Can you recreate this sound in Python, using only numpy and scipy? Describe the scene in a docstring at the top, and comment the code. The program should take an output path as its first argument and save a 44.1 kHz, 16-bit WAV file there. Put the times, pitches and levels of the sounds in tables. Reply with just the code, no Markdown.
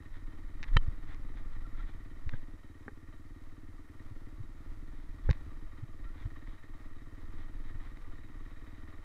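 """A single-cylinder dirt bike rolls down a rough trail at idle, heard by a microphone the rider wears.
From the start the exhaust putters, missing now and then, as pulses ring a pipe; filtered noise bursts
make the valve gear clatter. Noise makes the ground rumble, the tyres crunch and the grass rustle.
From the first second on, bumps thump as short low waves and knock ringing plastic parts.
Later the brake squeaks briefly, a few times, as a wavering tone. A faint hiss lies under it all."""
import sys
import numpy as np
from scipy import signal
from scipy.fft import rfft, irfft, next_fast_len
from scipy.io import wavfile

SR = 44100
rng = np.random.default_rng(int(sys.argv[2]) if len(sys.argv) > 2 else 0)


def dump(signal):
    """Clip the signal to [-1, 1] and save it as 16-bit WAV at the path in sys.argv[1]."""
    limited = np.clip(np.atleast_2d(signal).T, -1, 1)
    pcm = np.round(limited * 32767).astype(np.int16)
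    wavfile.write(sys.argv[1], SR, pcm)


N = 398663
TIME = np.arange(N) / SR  # seconds


def gain_of(db):
    """Turns decibels into amplitude."""
    return 10 ** (np.asarray(db) / 20)


def evened(x):
    """Scales a signal so that its rms (its average strength) is 1."""
    return x / np.sqrt(np.mean(x ** 2) + 1e-20)


def curve(rows):
    """Joins (seconds, value) rows with straight lines."""
    return np.interp(TIME, *np.transpose(rows))


def read(points, hz):
    """Reads a (Hz, dB) curve at any frequency, with straight lines on a log-frequency axis."""
    point_hz, db = np.transpose(points)
    return np.interp(np.log(hz + 1), np.log(point_hz + 1), db)


def add(mix, s, sound):
    """Mixes a sound in from a given second on."""
    part = mix[round(s * SR):][:len(sound)]
    part += sound[:len(part)]


def coloured(x, points):
    """Shapes how strong each pitch region of x is, then scales it to rms 1."""
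    size = next_fast_len(N)
    spectrum = rfft(x, size)
    gains = gain_of(read(points, np.fft.rfftfreq(size, 1 / SR)))
    return evened(irfft(spectrum * gains, size)[:N])


def ring(x, modes, order=1):
    """Passes x through resonances side by side; order 2 filters twice, for steeper skirts."""
    total = 0
    for hz, width, db in modes:
        peak = np.concatenate(signal.iirpeak(hz, hz / width, SR))
        total = total + gain_of(db) * signal.sosfilt([peak] * order, x)
    return total


def lowpass(x, hz, order=2):
    """Dulls x above hz."""
    return signal.sosfilt(signal.butter(order, min(hz, SR / 2 - 1), fs=SR, output="sos"), x)


def swell(s, half):
    """A bell-shaped rise and fall, down to 37 % at half seconds from its middle."""
    return np.exp(-np.minimum(((TIME - s) / half) ** 2, 20))


def grains(per_s, spread_db):
    """Random tiny impacts, a few of them large."""
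    sizes = gain_of(spread_db * np.minimum(rng.exponential(1, N), 4))
    happens = rng.random(N) < per_s / SR
    return rng.standard_normal(N) * sizes * happens


def engine_turns():
    """Counts engine cycles as the idle speed hunts; the cylinder fires at each whole number."""
    # The idle hunts slowly about its set speed. Each row: time in seconds, firings per second.
    idle = [(0, 18.06), (1.4, 19.02), (2, 17.78), (2.2, 19.16), (3.1, 17.83), (3.9, 19.1), (4.6, 17.66),
            (5.1, 19.36), (5.4, 18.35), (5.7, 18.91), (6.7, 18.44), (7.7, 19.18), (8.2, 18.05), (9, 19.52)]
    start_share = .878  # share of a cycle already run at the start
    return start_share + np.cumsum(curve(idle)) / SR


def exhaust(turns, level_db=-54.0, silencer_db=-9.5, puff_db=-42, puff_decay=0.026, size=8192):
    """One pressure pulse a firing, trailed by a puff of rushing gas, booms through pipe and silencer."""
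    # Weak or missed firings. Each row: time in seconds, level in dB against a full one.
    misfires = [(.12, -12), (1.52, -10), (2.22, -4), (2.39, -4.5), (2.59, -9.5), (3.47, -3.5), (3.85, -5),
                (5.68, -16), (6.59, -15), (8.03, -35)]
    # How the exhaust pipe favours each pitch. Each row: frequency in Hz, relative level in dB.
    pipe_curve = [(25, -38), (58, -5), (80, 7), (110, -1), (145, -10), (188, -19), (225, -6.5), (280, -4),
                  (340, -13), (400, -21), (560, -33), (1000, -62)]
    # The silencer rings once the pulse has run through the pipe: delay in seconds, Hz, decay in seconds.
    delay, hz, decay = (.013, 319, .016)
    valve_lead = .0033  # seconds by which the exhaust valve opens before the boom peaks

    firings = np.flatnonzero(np.diff(np.floor(turns)) > 0)
    force_db = rng.standard_normal(len(firings))  # firings differ by about a decibel
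    for s, db in misfires:
        nearest = np.argmin(abs(firings / SR - s))
        force_db[nearest] += db
    pulses = np.zeros(N)
    pulses[np.maximum(firings - round(valve_lead * SR), 0)] = gain_of(force_db)

    # each pulse leaves a fading trail, which sets the strength of the gas noise
    trails = signal.lfilter([1], [1, -np.exp(-1 / (puff_decay * SR))], pulses)
    gas = pulses + gain_of(puff_db) * trails * rng.standard_normal(N)

    # turn the pipe's curve into a sound that rings only after the pulse (minimum phase)
    log_gain = np.log(gain_of(read(pipe_curve, abs(np.fft.fftfreq(size, 1 / SR)))))
    response = np.exp(np.conj(signal.hilbert(log_gain)))
    pipe = -np.fft.ifft(response).real[:size // 2]

    since = np.maximum(np.arange(len(pipe)) / SR - delay, 0)
    silencer = gain_of(silencer_db) * np.sin(2 * np.pi * hz * since) * np.exp(-since / decay)
    boom = pipe / abs(pipe).max() + silencer
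    putter = lowpass(signal.oaconvolve(gas, boom)[:N], 2700)
    return gain_of(level_db) * evened(putter)


def clatter(turns, head_db=-1.0, cases_db=1.1, between_db=-14, uneven_db=2.5, rise=0.0009):
    """Valves and piston shake the cylinder head and the cases at fixed points of each cycle."""
    # Bursts of valve and piston noise. Each row: share of the cycle after firing,
    # decay of the power in seconds, level in dB in the head, level in dB in the cases.
    strokes = [(.26, .007, -8, -4), (.65, .008, 1, -4), (.76, .009, -11, -1), (.93, .007, -8, -6)]
    # What head and cases ring with. Each row: Hz, width in Hz of one filter pass, level in dB.
    head_modes = [(651, 134, -2.5), (913, 174, -4), (1177, 180, 2.5), (1366, 100, -4.5), (3090, 110, -10)]
    case_modes = [(472, 170, -7), (1875, 170, -0.5), (1956, 600, -6.5), (2370, 115, -17.5),
                  (3645, 190, -15.5), (3810, 170, -9.5)]
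    # How loud the clatter is. Each row: time in seconds, gain in dB on head and cases together.
    loudness = [(0.0, -69.5), (1.63, -68.5), (2.19, -69), (2.54, -71), (4.86, -73), (5.76, -69),
                (9.04, -67)]

    period = TIME[-1] / (turns[-1] - turns[0])  # average seconds per cycle
    head = cases = gain_of(between_db) ** 2  # power of the noise between bursts
    for share, decay, in_head_db, in_cases_db in strokes:
        since = (turns - share) % 1 * period
        cycle = np.floor(turns - share).astype(int)
        force = gain_of(uneven_db * rng.standard_normal(size=256))[cycle]
        power = force ** 2 * np.exp(-since / decay) * (1 - np.exp(-since / rise))
        head = head + power * gain_of(in_head_db) ** 2
        cases = cases + power * gain_of(in_cases_db) ** 2
    head_noise, case_noise = rng.standard_normal((2, N))
    head_sound = evened(ring(head_noise * np.sqrt(head), head_modes, order=2))
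    case_sound = evened(ring(case_noise * np.sqrt(cases), case_modes, order=2))
    metal = gain_of(head_db) * head_sound + gain_of(cases_db) * case_sound
    return gain_of(curve(loudness)) * metal


def ride():
    """How much harder than usual the ground shakes the bike, in dB; drives rumble and tyre noise."""
    # The shaking eases through the slow bend. Each row: time in seconds, strength in dB.
    shaking = [(0.0, -45), (0.98, -37.5), (2.47, -46), (2.62, -54), (3.07, -52), (5.46, -40), (5.87, -49),
               (6.19, -43), (6.67, -48.5), (7.88, -41), (9.04, -49)]
    usual_db = -45
    return curve(shaking) - usual_db


def trail(tyres_db=-67.0, brush_db=0, patchy_db=1.1, patches_hz=4):
    """Tyres crunch over patchy dirt, louder on a hard ride; grass and grit sweep past in short strokes."""
    # Colour of tyres on dirt, and of grass. Each row: frequency in Hz, relative level in dB per Hz.
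    dirt = [(150, -10.5), (450, 3), (750, -1), (1000, 1.5), (1350, 4), (1580, -4), (2000, -1), (2700, -13),
            (3800, -13), (4600, -15.5), (8000, -26.5)]
    grass = [(300, -11), (900, 8.5), (1350, 7), (1600, 8), (2000, 12), (2700, -6), (3600, 2.5),
             (4600, -13.5), (6500, -21.5), (12000, -35)]
    # Grass and grit brushing the bike. Each row: middle in seconds, level in dB, half length in seconds.
    brushes = [(0.159, -60.5, 0.03), (0.684, -56, 0.015), (.745, -57.5, .018), (1.116, -57.5, 0.041),
               (1.38, -61, 0.027), (1.534, -62.5, 0.017), (1.799, -59.5, 0.029), (1.89, -59, 0.024),
               (2.343, -61.5, 0.034), (4.992, -68.5, 0.085), (5.27, -66, 0.047), (5.35, -66, 0.066),
               (6.21, -60, 0.039), (6.52, -66.5, 0.082), (7.41, -63, 0.045), (7.685, -64, 0.025),
               (7.848, -62, 0.045)]
    tyres_follow = .25  # dB gained for each dB of harder ride

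    patches = patchy_db * evened(lowpass(rng.standard_normal(N), patches_hz))
    crunch = coloured(grains(per_s=4000, spread_db=0.5), dirt)
    tyres = gain_of(tyres_db + tyres_follow * ride() + patches) * crunch
    strokes = sum(gain_of(db) * swell(s, half) for s, db, half in brushes)
    rustle = coloured(grains(per_s=5000, spread_db=1), grass)
    return tyres + gain_of(brush_db) * strokes * rustle


def swing(s, db, hz, half):
    """A short to-and-fro of the microphone: a low wave that swells and fades."""
    return gain_of(db) * swell(s, half) * np.cos(2 * np.pi * hz * (TIME - s))


def jolts(rumble_db=-41):
    """The microphone rumbles with the ride, lurches in dips and thumps on bumps: the harder, the shorter."""
    # Colour of the rumble. Each row: frequency in Hz, relative level in dB per Hz.
    rumble_curve = [(5, 0), (15, 6.5), (28, 0), (45, -11.5), (80, -18.5), (130, -26), (200, -31.5),
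                    (400, -48), (1000, -84)]
    # Slow swings in dips of the trail. Each row: middle in seconds, peak in dB, frequency in Hz.
    lurch_rows = [(0.755, -15, 24.5), (0.868, -26.5, 12), (1.301, -28, 17), (1.829, -29.5, 23),
                  (2.329, -26, 10.8), (5.282, -22, 26.4), (6.05, -32.5, 34), (6.261, -33.5, 33),
                  (6.479, -32.5, 23)]
    # Jolts through the suspension. Each row: middle in seconds, peak in dB, frequency in Hz.
    thump_rows = [(0.767, -14.5, 86), (.885, -21.5, 68), (2.272, -27.5, 77.6), (2.341, -32, 114),
                  (4.119, -36, 96), (4.408, -35, 104), (5.294, -13.5, 58), (5.309, -14, 83),
                  (5.483, -40, 84), (5.836, -31.5, 102), (6.26, -29, 96), (7.751, -40.5, 108)]
    rumble_follows = 0.88  # dB gained for each dB of harder ride
    lurch_cycles = 0.95  # half length of a lurch, in swings
    thump_s, thump_db = 0.007, -27  # half length in seconds of a middling thump, and its level
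    halving_db = 18.5  # a thump this much harder is half as long

    rumble_gain = gain_of(rumble_db + rumble_follows * ride())
    rumble = rumble_gain * coloured(rng.standard_normal(N), rumble_curve)
    lurches = sum(swing(s, db, hz, lurch_cycles / hz) for s, db, hz in lurch_rows)
    thumps = 0
    for s, db, hz in thump_rows:
        half = thump_s * 2 ** ((thump_db - db) / halving_db)
        thumps = thumps + swing(s, db, hz, half)
    return rumble + lurches + thumps


def struck(rows, modes, top_hz, chatter, decay, size=4096):
    """A sharp contact and a moment of chatter ring a part; each contact has its own brightness."""
    out = np.zeros(N)
    t = np.arange(size) / SR
    noises = rng.standard_normal((len(rows), size))
    for (s, db, bright_hz), noise in zip(rows, noises):
        contact = (t == 0) + chatter * noise * np.exp(-t / decay)
        blow = lowpass(ring(contact, modes), bright_hz)
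        blow = lowpass(blow, top_hz, order=6)
        add(out, s, gain_of(db) * blow / abs(blow).max())
    return out


def knocks():
    """Bumps knock three plastic parts about, each ringing with its own resonances."""
    # Blows: light ticks of a loose part, a hard clack on the biggest bump, hollow tocks of the bodywork.
    # Each row: start in seconds, peak in dB, brightness (where the treble starts to fall) in Hz.
    tick_rows = [(.6297, -30.5, 6460), (.6355, -35, 5200), (.6378, -41, 4400), (.6413, -35, 4000),
                 (.6665, -51, 2000), (1.146, -43, 8000), (1.373, -49, 4970), (2.293, -34, 3700),
                 (5.3024, -33, 3920), (5.3107, -25.5, 6050), (5.3135, -49, 4500), (5.3304, -38, 3200),
                 (6.474, -46, 2400), (7.972, -45, 2200)]
    clack_rows = [(.7672, -19, 1520), (.7694, -10.5, 2050), (.7705, -20, 5000)]
    tock_rows = [(2.336, -37.5, 2000), (2.339, -39, 446), (2.8807, -29, 1700), (2.8835, -33.5, 2200),
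                 (5.290, -26.5, 477), (5.2924, -28.5, 2800)]
    # What ticks, clack and tocks ring with. Each row: frequency in Hz, width in Hz, level in dB.
    clasp = [(1100, 160, 0.5), (1920, 400, 8), (2400, 150, -9), (3640, 220, -1.5), (5000, 300, -14.5)]
    shell = [(250, 140, -10), (560, 160, -11), (1000, 160, -12), (1280, 190, -2), (1850, 190, 0),
             (2170, 240, -6), (2680, 180, -9), (3065, 75, 3), (3500, 200, -14), (3950, 120, -8),
             (6000, 300, -18), (8300, 1200, -26), (13000, 4000, -26)]
    panel = [(230, 78, 1.5), (412, 39, -5.5), (508, 52, -4), (826, 59, -3), (1240, 200, -6.5),
             (1600, 120, 1), (1730, 85, -18)]

    ticks = struck(tick_rows, clasp, top_hz=6850, chatter=0.057, decay=0.002)
    clack = struck(clack_rows, shell, top_hz=17000, chatter=.04, decay=.002)
    tocks = struck(tock_rows, panel, top_hz=2000, chatter=0.049, decay=0.0022)
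    return ticks + clack + tocks


def brake(squeak_hz=1367, waver_hz=25):
    """The pad briefly sings on the disc: a pure tone whose pitch wavers."""
    # Short squeaks. Each row: middle in seconds, level in dB, half length in seconds.
    squeaks = [(1.658, -55, 0.011), (1.751, -57, 0.0088), (1.804, -50, 0.0092), (6.076, -59, 0.028)]
    hz = squeak_hz + waver_hz * evened(lowpass(rng.standard_normal(N), 59))
    loudness = sum(gain_of(db) * swell(s, half) for s, db, half in squeaks)
    return loudness * np.sin(2 * np.pi * np.cumsum(hz) / SR)


def scene():
    """Adds up engine, trail, bumps and brake, with no echo."""
    turns = engine_turns()
    engine = exhaust(turns) + clatter(turns)
    return (engine + trail() + jolts() + knocks() + brake())[None]


def record(dry, hiss_db=-79, edge_hz=15700):
    """The microphone adds its hiss; then a steep filter removes what lies above edge_hz."""
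    # Colour of the hiss. Each row: frequency in Hz, relative level in dB per Hz.
    hiss = [(100, -25), (3000, 4), (6000, 6.5), (9000, 4.5), (13000, 0.5), (15500, -8)]
    sound = dry + gain_of(hiss_db) * coloured(rng.standard_normal(N), hiss)
    band_limit = signal.firwin(511, edge_hz, window=("kaiser", 9), fs=SR)
    return signal.oaconvolve(sound, band_limit[None], "same")


dry = scene()
out = record(dry)
dump(out)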